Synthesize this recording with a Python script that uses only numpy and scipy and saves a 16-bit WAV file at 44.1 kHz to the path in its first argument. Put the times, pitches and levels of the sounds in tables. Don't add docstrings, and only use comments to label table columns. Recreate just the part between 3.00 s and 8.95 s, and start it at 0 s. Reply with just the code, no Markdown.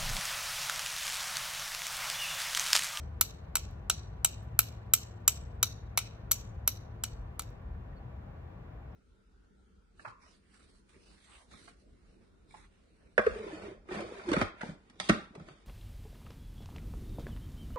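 import sys
import numpy as np
from scipy import signal
from scipy.fft import rfft, irfft
from scipy.io import wavfile
from scipy.ndimage import uniform_filter1d

SR = 44100
rng = np.random.default_rng(int(sys.argv[2]) if len(sys.argv) > 2 else 0)


def inscribe(sig):
    pcm = np.round(np.clip(np.atleast_2d(sig).T, -1, 1) * 32767)
    wavfile.write(sys.argv[1], SR, pcm.astype(np.int16))


N = 262395
BLOW_SIZE = 4096

# [t/s, crack level/dB, crack centre f/Hz, ring centre f/Hz, knock level/dB, grit level/dB, ring level/dB]
STRIKES = [(0.211, -26.5, 4350, 7900, -6.5, 7, -1), (0.5546, -28, 2313, 7510, -6, 0.5, 0),
           (0.8981, -26.5, 3920, 7200, -5.5, -2.5, 1.5), (1.2465, -27.5, 2950, 7600, -9.5, 3, 6.5),
           (1.5906, -27, 2720, 7900, -3, 10, -1), (1.9363, -27, 3060, 7800, -8, 9.5, 7.5),
           (2.278, -26, 3004, 7700, -8, 6, 7.5), (2.6288, -26, 3800, 6580, -7, 3.5, -2),
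           (2.975, -25, 2440, 6800, -8.5, -1, -7.5), (3.3161, -31.5, 3410, 7200, -15.5, 9.5, 7.5),
           (3.6763, -30.5, 3950, 5550, -7, 9.5, -2), (4.037, -35, 2900, 7560, -8, 1.5, 2),
           (4.394, -39, 2213, 7580, -2.5, 2, -3.5)]


def undb(db):
    return 10 ** (np.asarray(db) / 20)


def along(table, hz, axis=1):
    table = np.array(table, float)
    return np.interp(np.log(np.maximum(hz, 1)), np.log(table[:, 0]), table[:, axis])


def burst(x, db):
    return x * undb(db) * np.sqrt(SR / 100 / np.sum(x ** 2))


def add(track, s, sound):
    i = int(s * SR)
    track[i:i + len(sound)] += sound[:N - i]


def resonate(x, modes):
    out = 0
    for hz, width, db in modes:
        b, a = signal.iirpeak(hz, hz / width, fs=SR)
        out = out + undb(db) * signal.lfilter(b, a, x)
    return out


def colour(x, db):
    cepstrum = irfft(np.log(undb(db)))
    cepstrum[1:len(x) // 2] *= 2
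    cepstrum[len(x) // 2 + 1:] = 0
    return irfft(rfft(x) * np.exp(rfft(cepstrum)))


def diffuse(size):
    # [f/Hz, correlation]
    likeness_curve = [(60, 1), (130, 0.99), (290, 0.86), (640, -0.2), (1400, 0.21), (3100, -0.51),
                      (7800, -0.25), (8700, -0.78), (10200, -1.4), (11500, -0.197), (14000, -0.72)]
    hz = np.arange(size // 2 + 1) * SR / size
    likeness = np.clip(along(likeness_curve, hz), -1, 1)
    mid, side = rfft(rng.standard_normal((2, size)))
    mid = mid * np.sqrt((1 + likeness) / 2)
    side = side * np.sqrt((1 - likeness) / 2)
    return np.array([mid + side, mid - side])


def walk(rate):
    k = int(SR / rate)
    steps = np.repeat(rng.standard_normal(N // k + 1), k)
    wander = uniform_filter1d(uniform_filter1d(steps, k), k)[:N]
    return wander / wander.std()


def wind(level_db=-44.5, gust_db=1.5, flutter_db=0.13, ripple_db=2.5, ripple_hz=25):
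    # [f/Hz, level per Hz/dB]
    air_curve = [(20, -27), (30, -20), (43, -1.5), (70, 3), (110, -6), (165, -10), (230, -20), (500, -19.5),
                 (1000, -26.5), (1800, -33.5), (3000, -43.5), (5000, -56.5), (9500, -65.5), (12500, -60.5),
                 (15000, -60.5), (16000, -72)]
    # [f/Hz, left minus right level/dB]
    lean_curve = [(60, 1), (300, 5.5), (1200, 0)]
    hz = np.arange(N // 2 + 1) * SR / N
    ripple = np.interp(hz / ripple_hz, np.arange(2048), rng.standard_normal(2048))
    ripple = ripple_db * ripple * hz / (hz + 150)
    lean = along(lean_curve, hz) * np.array([[.5], [-.5]])
    air = diffuse(N) * undb(along(air_curve, hz) + ripple + lean)
    bass = 1 / (1 + (hz / 150) ** 2)
    rumble = irfft(air * bass, N) * undb(gust_db * walk(7.7))
    hush = irfft(air * (1 - bass), N) * undb(flutter_db * walk(4))
    out = rumble + hush
    return out * undb(level_db) / out.std()


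def far_engine(waver=0.014):
    # [t/s, f/Hz]
    pitch_curve = [(0, 74), (.45, 80), (1.45, 109.5), (1.9, 114), (2.45, 105), (3.25, 112), (3.7, 105),
                   (4.3, 115)]
    # [t/s, level/dB]
    level_curve = [(0, -39.5), (.25, -51.5), (1.15, -59.5), (1.45, -46), (2.4, -52.5), (4, -50),
                   (5.95, -73.5)]
    t = np.arange(N) / SR
    hz = np.interp(t, *np.transpose(pitch_curve))
    db = np.interp(t, *np.transpose(level_curve))
    phase = 2 * np.pi * np.cumsum(hz * (1 + waver * walk(25))) / SR
    lean_db = np.array([[.9], [-.9]])
    return np.sqrt(2) * np.sin(phase) * undb(db + lean_db)


def bird():
    # [t/s, length/s, start f/Hz, end f/Hz, level/dB]
    notes = [(4.916, 0.025, 1880, 1880, -61.5), (4.955, 0.043, 4550, 4300, -71),
             (5.913, 0.018, 5330, 5380, -79)]
    track = np.zeros(N)
    for s, length_s, from_hz, to_hz, db in notes:
        hz = np.linspace(from_hz, to_hz, int(length_s * SR))
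        note = np.sin(2 * np.pi * np.cumsum(hz) / SR)
        add(track, s, undb(db) * np.hanning(len(hz)) * note)
    return track


def woods(x, trunks, build_s=0.0043, thin_s=0.017, thinning=1.0):
    # [f/Hz, level/dB, t60/s]
    bands = [(500, -15, 0.3), (1269, -21, 0.59), (2964, -10, 1), (5866, -7, 0.55), (7660, -18, 0.53),
             (10300, -26.5, 0.37), (15200, -14, .3)]
    size = len(trunks)
    t, hz = np.arange(size) / SR, np.arange(size // 2 + 1) * SR / size
    build = 1 - np.exp(-(t / build_s) ** 2)
    spread = trunks * build / (1 + t / thin_s) ** thinning
    noise, echoes = diffuse(size), 0
    for row, (_, db, t60) in zip(np.eye(len(bands)), bands):
        share = np.interp(hz, np.array(bands)[:, 0], row)
        fade = spread * np.exp(-np.log(1000) * t / t60)
        echoes = echoes + undb(db) * irfft(noise * share) * fade / np.linalg.norm(fade)
    return signal.fftconvolve(x[None], echoes, axes=1)[:, :N]


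def earlier_blow(trunks, ago_s=0.1, db=-2):
    track, gone = np.zeros(N), int(ago_s * SR)
    add(track, 0, undb(db) * blow(*STRIKES[1][1:]))
    return np.pad(woods(track, trunks)[:, gone:], ((0, 0), (0, gone)))


def from_ahead(x):
    # [delay/s, level/dB]
    near_echoes = [(.0068, -17.5), (.0115, -22.5), (.0145, -21), (.026, -26.5)]
    # [f/Hz, lag/rad]
    lag_curve = [(100, -3.5), (800, 0.35), (1700, 1), (2700, 0.84), (3500, 0.43), (4400, 1.5), (6000, 1.58),
                 (7000, 1.68), (9700, 3.5), (12000, 4), (15000, 11)]
    near = x.copy()
    for delay_s, db in near_echoes:
        add(near, delay_s, undb(db) * x)
    lag = uniform_filter1d(along(lag_curve, np.arange(N // 2 + 1) * SR / N), size=2000)
    left = irfft(rfft(near) * np.exp(-1j * lag), N)
    return np.array([left, near])


def scrape(bite, peak_s, sharpness, skid_db, rough_db=1.5, skid_s=0.027):
    t = np.arange(BLOW_SIZE) / SR
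    swell = (t / peak_s * np.exp(1 - t / peak_s)) ** sharpness
    pressure = swell + undb(skid_db) * np.exp(-t / skid_s)
    slips = pressure * rng.standard_normal(BLOW_SIZE) * undb(rough_db * rng.standard_normal(BLOW_SIZE))
    slips /= np.linalg.norm(slips)
    slips[0] += bite
    return slips


def stone_knock(give_s=.0008, centre_hz=1293):
    # [ratio to the knock's centre, width/Hz, level/dB]
    knock_modes = [(1.02, 200, 7.5), (0.85, 700, -4), (.47, 450, -13.5)]
    push = np.roll(scrape(bite=1.4, peak_s=0.00089, sharpness=2.4, skid_db=-32.0), int(give_s * SR))
    knock = resonate(push, [(ratio * centre_hz, width, db) for ratio, width, db in knock_modes])
    return signal.sosfilt(signal.butter(3, [300, 1550], "bandpass", fs=SR, output="sos"), knock)


def stone_crack(crack_hz):
    # [f/Hz, width/Hz, level/dB]
    crack_modes = [(2410, 438.8, 0.5), (2970, 520, -2.5), (3903, 380, 0), (4395, 290, -4), (5975, 952, -2),
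                   (8380, 1300, 4)]
    crack = resonate(scrape(bite=0.25, peak_s=.0018, sharpness=0.98, skid_db=-23.0), crack_modes)
    crack = resonate(crack, [(4200, 5000, 0), (crack_hz, 600, -4)])
    return signal.sosfilt(signal.butter(6, 2150, "highpass", fs=SR, output="sos"), crack)


def steel_grit(contact, grit_db, centre_hz=10910, hz_per_db=129.5):
    # [f/Hz, level/dB]
    grit_curve = [(300, -40), (3000, -22), (6000, -9), (8000, -2), (9500, -2), (10800, -1), (11600, -4),
                  (12300, 1), (14100, -9), (15100, 0), (16000, -20)]
    hz = np.arange(BLOW_SIZE // 2 + 1) * SR / BLOW_SIZE
    hump_db = 7 * np.exp(-((hz - centre_hz - hz_per_db * grit_db) / 1400) ** 2)
    return colour(contact, along(grit_curve, hz) + hump_db)


def steel_ring(contact, ring_hz, fall_db_per_khz=8.5):
    # [f/Hz, width/Hz, level/dB]
    steel_modes = [(5897, 110, -1.5), (6070, 140, -2.5), (6830, 140, -6.5), (7260, 130, -6),
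                   (7754, 150, 1.5)]
    ring = 0
    for hz, width, db in steel_modes:
        fall_db = fall_db_per_khz * abs(hz - ring_hz) / 1000
        mode = resonate(contact, [(hz, width, db - fall_db)])
        ring = ring + resonate(mode, [(hz, 1200, 0)])
    return ring


def blow(crack_db, crack_hz=3200, ring_hz=7500, knock_db=-8, grit_db=1, ring_db=0):
    contact = scrape(bite=.8, peak_s=0.0013, sharpness=0.97, skid_db=-25.5)
    stone = burst(stone_crack(crack_hz), 0) + burst(stone_knock(), knock_db)
    steel = burst(steel_grit(contact, grit_db), grit_db) + burst(steel_ring(contact, ring_hz), ring_db)
    return undb(crack_db) * (stone + steel)


def leaf_chip(db):
    tick = scrape(bite=0.94, peak_s=0.00051, sharpness=0.97, skid_db=-23.5)
    return burst(resonate(tick, [(11000, 7000, 0)]), db)


def flint_and_steel():
    # [t/s, crack level/dB]
    touch_and_returns = [(0.5682, -40), (1.2572, -43.5), (2.9868, -38), (3.3125, -32.5), (4.42, -54.5)]
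    # [t/s, level/dB]
    chips = [(0.711, -71), (1.432, -73), (1.447, -78), (4.158, -82), (4.504, -73), (4.618, -85.5)]
    track = np.zeros(N)
    for s, *row in STRIKES + touch_and_returns:
        add(track, s, blow(*row))
    for s, db in chips:
        add(track, s, leaf_chip(db))
    return track


def scene(count=3, size=32768):
    trunks = undb(3.5 * walk(500)[:size])
    background = wind() + far_engine() + earlier_blow(trunks)
    echoes = sum(woods(flint_and_steel(), trunks) for _ in range(count)) / np.sqrt(count)
    return background + echoes + from_ahead(flint_and_steel() + bird())


def record(dry):
    return signal.sosfilt(signal.ellip(8, .2, 80, 15900, fs=SR, output="sos"), dry)


dry = scene()
out = record(dry)
inscribe(out)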